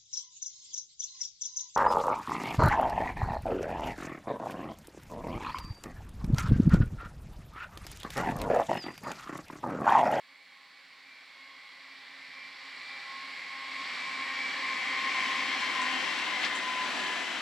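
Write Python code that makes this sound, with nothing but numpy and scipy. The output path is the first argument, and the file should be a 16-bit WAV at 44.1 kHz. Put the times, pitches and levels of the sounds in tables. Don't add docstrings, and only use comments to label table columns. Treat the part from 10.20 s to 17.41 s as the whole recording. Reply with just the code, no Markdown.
import sys
import numpy as np
from scipy import signal
from scipy.fft import rfft, irfft, next_fast_len
from scipy.io import wavfile

SR = 44100
rng = np.random.default_rng(int(sys.argv[2]) if len(sys.argv) > 2 else 0)


def log_audio(samples):
    frames = np.atleast_2d(samples).T
    limited = np.clip(frames, -1, 1)
    pcm = np.round(limited * 32767).astype(np.int16)
    wavfile.write(sys.argv[1], SR, pcm)


def voltage_ratio(decibels):
    exponent = np.asarray(decibels, float) / 20
    return 10 ** exponent


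N = 317961
T = np.arange(N) / SR
SIZE = next_fast_len(N)
HZ = np.arange(SIZE // 2 + 1) * SR / SIZE

SPEED_MS, TRACK_M, SOUND_MS = 13.5, 14, 343
LEAD_PASS_S, LEAD_SHAFT_HZ = 4.85, 87.0
REAR_PASS_S, REAR_SHAFT_HZ = 5.8, 86.7
NOSE_S, FLANK_S, TAIL_S = 2.8, 4.9, 6.7
HISS_DB = -71
# time_s, blade_tone_db, order_22_db, order_26_db, other_orders_db
LEAD_BLOWER = [(0.0, -77, -83, -71, -68), (0.12, -77, -72, -72, -65), (0.25, -80, -65, -67, -65),
               (0.37, -70, -69, -68, -65.5), (0.5, -73, -71, -72, -67), (0.62, -73, -72, -75, -65),
               (0.75, -68, -75, -82, -68), (0.87, -75, -81, -63, -66), (1.0, -85, -84, -63, -65),
               (1.12, -69, -70, -84, -64.5), (1.25, -65, -67, -67, -60.5), (1.37, -65, -60, -65, -61.5),
               (1.5, -68, -64, -72, -65), (1.62, -72, -69, -62, -64), (1.75, -69, -65, -57, -61.5),
               (1.87, -75, -60, -65, -59.5), (2.0, -71, -61, -66, -59.5), (2.12, -59.5, -61, -60, -59),
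               (2.25, -61, -64, -50, -58.5), (2.37, -67, -61, -58, -59), (2.5, -59, -54, -52, -56),
               (2.62, -63, -55, -54, -57.5), (2.75, -63, -56, -50, -52.5), (2.87, -56, -52, -55, -55),
               (3.0, -52, -57, -49, -54.5), (3.12, -53, -67, -58, -53.5), (3.25, -62, -58, -42, -53.5),
               (3.37, -55.5, -52, -65, -52), (3.5, -52.5, -54, -55, -49.5), (3.62, -48.5, -54, -55, -49.5),
               (3.75, -52, -52, -47, -47), (3.87, -43.5, -46, -41.5, -50.5), (4.0, -46, -50, -46, -50),
               (4.12, -55, -53, -53, -47.5), (4.25, -46.5, -54, -40, -47.5), (4.37, -53, -54, -48, -52),
               (4.5, -40.5, -55, -51, -48), (4.62, -46, -60, -45, -45), (4.75, -54, -56, -41.5, -45.5),
               (4.87, -50, -52, -51, -47), (5.0, -43.5, -54, -56, -46.5), (5.12, -48, -59, -47, -53),
               (5.25, -53, -50, -57, -47), (5.37, -49, -48, -49, -45), (5.5, -45, -50, -53, -43.5),
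               (5.62, -42, -44.5, -59, -45), (5.75, -54, -48, -55, -44), (5.87, -40.5, -44, -52, -49),
               (6.0, -55, -52, -64, -52), (6.12, -45, -59, -66, -51), (6.25, -54, -64, -62, -41.5)]
REAR_BLOWER = [(4.0, -42, -52, -49, -50), (4.12, -51, -53, -47, -53), (4.25, -44, -59, -49, -50),
               (4.37, -55, -62, -56, -45.5), (4.5, -50, -65, -43, -46), (4.62, -49, -53, -53, -48),
               (4.75, -44, -53, -56, -42), (4.87, -41.5, -49, -45, -46), (5.0, -47, -43, -40.5, -42.5),
               (5.12, -42, -48, -50, -45), (5.25, -41, -52, -55, -43.5), (5.37, -49, -59, -48, -43.5),
               (5.5, -42, -57, -51, -45), (5.62, -42, -52, -57, -44), (5.75, -43, -49, -70, -40.5),
               (5.87, -42.5, -56, -60, -46.5), (6.0, -49, -52, -65, -44.5), (6.12, -44, -44, -65, -45),
               (6.25, -48, -49, -53, -44), (6.37, -40.5, -46.5, -61, -43.5), (6.5, -41.5, -51, -58, -45.5),
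               (6.62, -42.5, -56, -55, -46), (6.75, -41.5, -55, -52, -45), (6.87, -44.5, -63, -53, -43),
               (7.0, -51, -53, -57, -45), (7.12, -50, -62, -60, -45)]
# shaft_multiple, level_db, smear_hz
SHAFT_ORDERS = [(3, -13.5, 30), (6, -18, 25), (9, -12.5, 30), (13, -15, 4), (17, -14, 3), (18, -14, 3),
                (19, -13.5, 3), (20, -9.5, 3), (21, -5.5, 3), (23, -7, 3), (24, -3.5, 6), (25, -5.5, 4),
                (32, -13, 6), (36, -12, 20), (37, -12, 4), (48, -13.5, 4), (51, -16, 4)]
# time_s, level_db, extra_rumble_db, extra_hiss_db
ROAR_LEVEL = [(0.0, -56.5, 0, 0), (1.61, -50, 0, 0), (2.33, -46, 0, 0), (3.47, -40, 0, 0),
              (3.84, -37.5, 0, 0), (5.02, -31, 0, 0), (5.28, -31, 0, 0), (5.68, -30.5, 0, 0),
              (6.2, -33, 0, 0), (6.24, -29.5, 0, 0), (6.3, -34, 0, 0), (6.85, -33, 0, 0),
              (7.21, -34.5, 0, 0)]
# time_s, bearing (0 ahead to 1 far left)
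TRAIN_BEARING = [
    (0, 0),
    (3, .1),
    (4, .35),
    (5, .7),
    (6, 1),
    (7.21, .95),
]
# frequency_hz, level_db (per Hz)
NOSE_COLOUR = [(24, -82), (40, -52), (69, -53), (156, -19.5), (262, -20.5), (432, -20.5), (933, -13.5),
               (1070, -6.5), (1370, -13), (2260, 0.5), (2710, -12.5), (4460, -7.5), (6260, -29.5),
               (8040, -26.5), (9000, -43), (11700, -73), (19800, -120)]
FLANK_COLOUR = [(24, -79), (40, -53), (70, -44.5), (204, -17), (245, -11), (432, -16.5), (650, -17),
                (779, -11), (872, -16.5), (1050, -0.5), (1340, -14.5), (2210, 2), (2470, -6), (4560, -13),
                (9000, -35), (11700, -68), (19800, -120)]
TAIL_COLOUR = [(24, -78), (40, -55), (101, -28.5), (245, -7), (386, -8.5), (452, -17), (744, -6),
               (872, -10), (999, -3.5), (1140, -8.5), (2060, -4), (3170, -7.5), (5220, -17.5),
               (7180, -24.5), (9000, -39), (11700, -69), (19800, -120)]
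# frequency_hz, level_db
MIC_TOP = [(4120, -30), (7000, 1), (7670, 4.5), (8770, -7.5), (10600, -8), (12100, -16.5), (16200, -27)]
# start_s, level_db, centre_hz, width_hz, rise_s, decay_s
JOINT_HITS = [
    (5.40, -46, 6500, 5000, .004, .015),
    (5.61, -43, 6500, 5000, .006, .02),
    (6.217, -32, 3000, 2500, .002, .005),
    (6.230, -30, 2600, 3000, .002, .02),
    (6.245, -30.5, 2600, 4000, .001, .012),
    (6.345, -40, 8000, 5000, .008, .03),
]
# frequency_hz, ahead_left_minus_right_db, far_left_left_minus_right_db, far_left_left_lead_rad,
# ahead_unrelated_share, far_left_unrelated_share
PORT_PAIR = [(60, -1, 3, -1, .3, .1), (200, -1, -.5, -1.45, .03, .01), (640, 0, -1, -0.6, .04, .08),
             (1300, 0, 1.5, 0.13, .03, .15), (2300, -2, 5.5, 0.22, .03, .2),
             (3600, -3.5, 5.5, 0.33, .04, .2), (5000, -2, -1.5, .6, .08, .3), (7000, 4, 7.5, -1.3, .15, .4),
             (8600, 1.5, -4.5, -2.5, .3, .5), (14000, -5, 1.5, 4, .5, .8)]
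# frequency_hz, level_db (per Hz)
HISS_COLOUR = [(18, -59), (30, -28), (180, -15), (289, -9), (689, -4), (766, -11), (2310, -10), (7570, -15),
               (16200, -22)]


def on_log(table, hz):
    at, *columns = np.transpose(table)
    log_hz = np.log(np.maximum(hz, 1))
    return [np.interp(log_hz, np.log(at), column) for column in columns]


def in_time(table):
    time_s, *columns = np.transpose(table)
    return [np.interp(T, time_s, column) for column in columns]


def walk(rate_hz):
    knots = rng.standard_normal(1600)
    return 1.22 * np.interp(T * rate_hz + rng.random(), np.arange(1600), knots)


def band(hz, octaves):
    lo, hi = (int(min(hz * 2 ** edge, SR / 2) * SIZE / SR) for edge in (-octaves, octaves))
    shape = np.cos(np.pi / 2 * np.log2(HZ[lo:hi] / hz) / octaves)
    noise = rng.standard_normal((2, hi - lo)) + 1j * rng.standard_normal((2, hi - lo))
    bins = np.zeros((2, SIZE), np.complex64)
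    bins[:, lo:hi] = shape * noise
    return np.fft.ifft(bins)[:, :N] * SIZE / np.sqrt(np.sum(shape ** 2))


def ports(direct, scattered, hz, bearing):
    db_ahead, db_left, lead_rad, share_ahead, share_left = on_log(PORT_PAIR, hz)
    share = np.clip(share_ahead + bearing * (share_left - share_ahead), 0, 1) / 2
    mid = np.sqrt(1 - share) * direct
    side = np.sqrt(share) * scattered
    step = voltage_ratio((db_ahead + bearing * (db_left - db_ahead)) / 2)
    turn = np.exp(.5j * lead_rad * bearing)
    left = step * turn * (mid + side)
    right = (mid - side) / (step * turn)
    return np.array([left.real, right.real])


def blower(table, pass_s, shaft_hz, bearing):
    ahead_m = SPEED_MS * (pass_s - T)
    approach_ms = SPEED_MS * ahead_m / np.hypot(ahead_m, TRACK_M)
    turns = np.cumsum(shaft_hz * (1 + approach_ms / SOUND_MS)) / SR
    start_s, end_s = table[0][0], table[-1][0]
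    fade = np.clip(np.minimum(T - start_s + .2, end_s + .2 - T) / .2, 0, 1)
    blade_db, db22, db26, rest_db = in_time(table)
    lines = [(12, blade_db, 14, .6), (22, db22, 5, .4), (26, db26, 5, .4)]
    lines += [(order, rest_db + db, smear_hz, .8) for order, db, smear_hz in SHAFT_ORDERS]
    out = 0
    for order, db, smear_hz, rough in lines:
        direct, scattered = [np.sqrt(1 - rough) + np.sqrt(rough / 2) * (walk(smear_hz) + 1j * walk(smear_hz))
                             for _ in range(2)]
        tone = np.sqrt(2) * voltage_ratio(db) * np.exp(2j * np.pi * (order * turns + rng.random()))
        out = out + ports(tone * direct, 1j * tone * scattered, order * shaft_hz, bearing)
    return fade * out


def roar(bearing):
    level_db, rumble_db, hiss_db = in_time(ROAR_LEVEL)
    swell = walk(3)
    out = 0
    for hz in 40 * 2 ** np.arange(0, 8.8, .25):
        colour = [on_log(side, min(hz, 7000))[0] for side in (NOSE_COLOUR, FLANK_COLOUR, TAIL_COLOUR)]
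        db = level_db + np.interp(T, [NOSE_S, FLANK_S, TAIL_S], colour)
        db += 10 * np.log10(hz) - 39.5
        db += rumble_db * np.clip(np.log2(900 / hz), 0, 1)
        db += hiss_db * np.clip(np.log2(hz / 2500), 0, 1)
        db += .5 * swell + .6 * walk(9)
        out = out + voltage_ratio(db) * ports(*band(hz, .25), hz, bearing)
    return out


def clatter(bearing):
    out = 0
    for start_s, db, hz, width_hz, rise_s, decay_s in JOINT_HITS:
        after_s = np.maximum(T - start_s, 0)
        jolt = (1 - np.exp(-after_s / rise_s)) * np.exp(-after_s / decay_s)
        out = out + voltage_ratio(db) * jolt * ports(*band(hz, width_hz / hz), hz, bearing)
    return out


def microphone_hiss():
    white = rng.standard_normal((2, SIZE))
    hiss = irfft(rfft(white) * voltage_ratio(on_log(HISS_COLOUR, HZ)[0]), SIZE)[:, :N]
    return voltage_ratio(HISS_DB) * hiss / hiss.std()


def scene():
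    bearing, = in_time(TRAIN_BEARING)
    lead = blower(LEAD_BLOWER, LEAD_PASS_S, LEAD_SHAFT_HZ, bearing)
    rear = blower(REAR_BLOWER, REAR_PASS_S, REAR_SHAFT_HZ, bearing)
    return lead + rear + roar(bearing) + clatter(bearing)


def roll_off(x):
    return signal.sosfilt(signal.butter(12, 16400, fs=SR, output="sos"), x)


def record(dry):
    top = voltage_ratio(on_log(MIC_TOP, np.maximum(HZ, 7000))[0])
    heard = irfft(rfft(dry, SIZE) * top, SIZE)[:, :N]
    mix = heard + microphone_hiss()
    return roll_off(mix)


dry = scene()
out = record(dry)
log_audio(out)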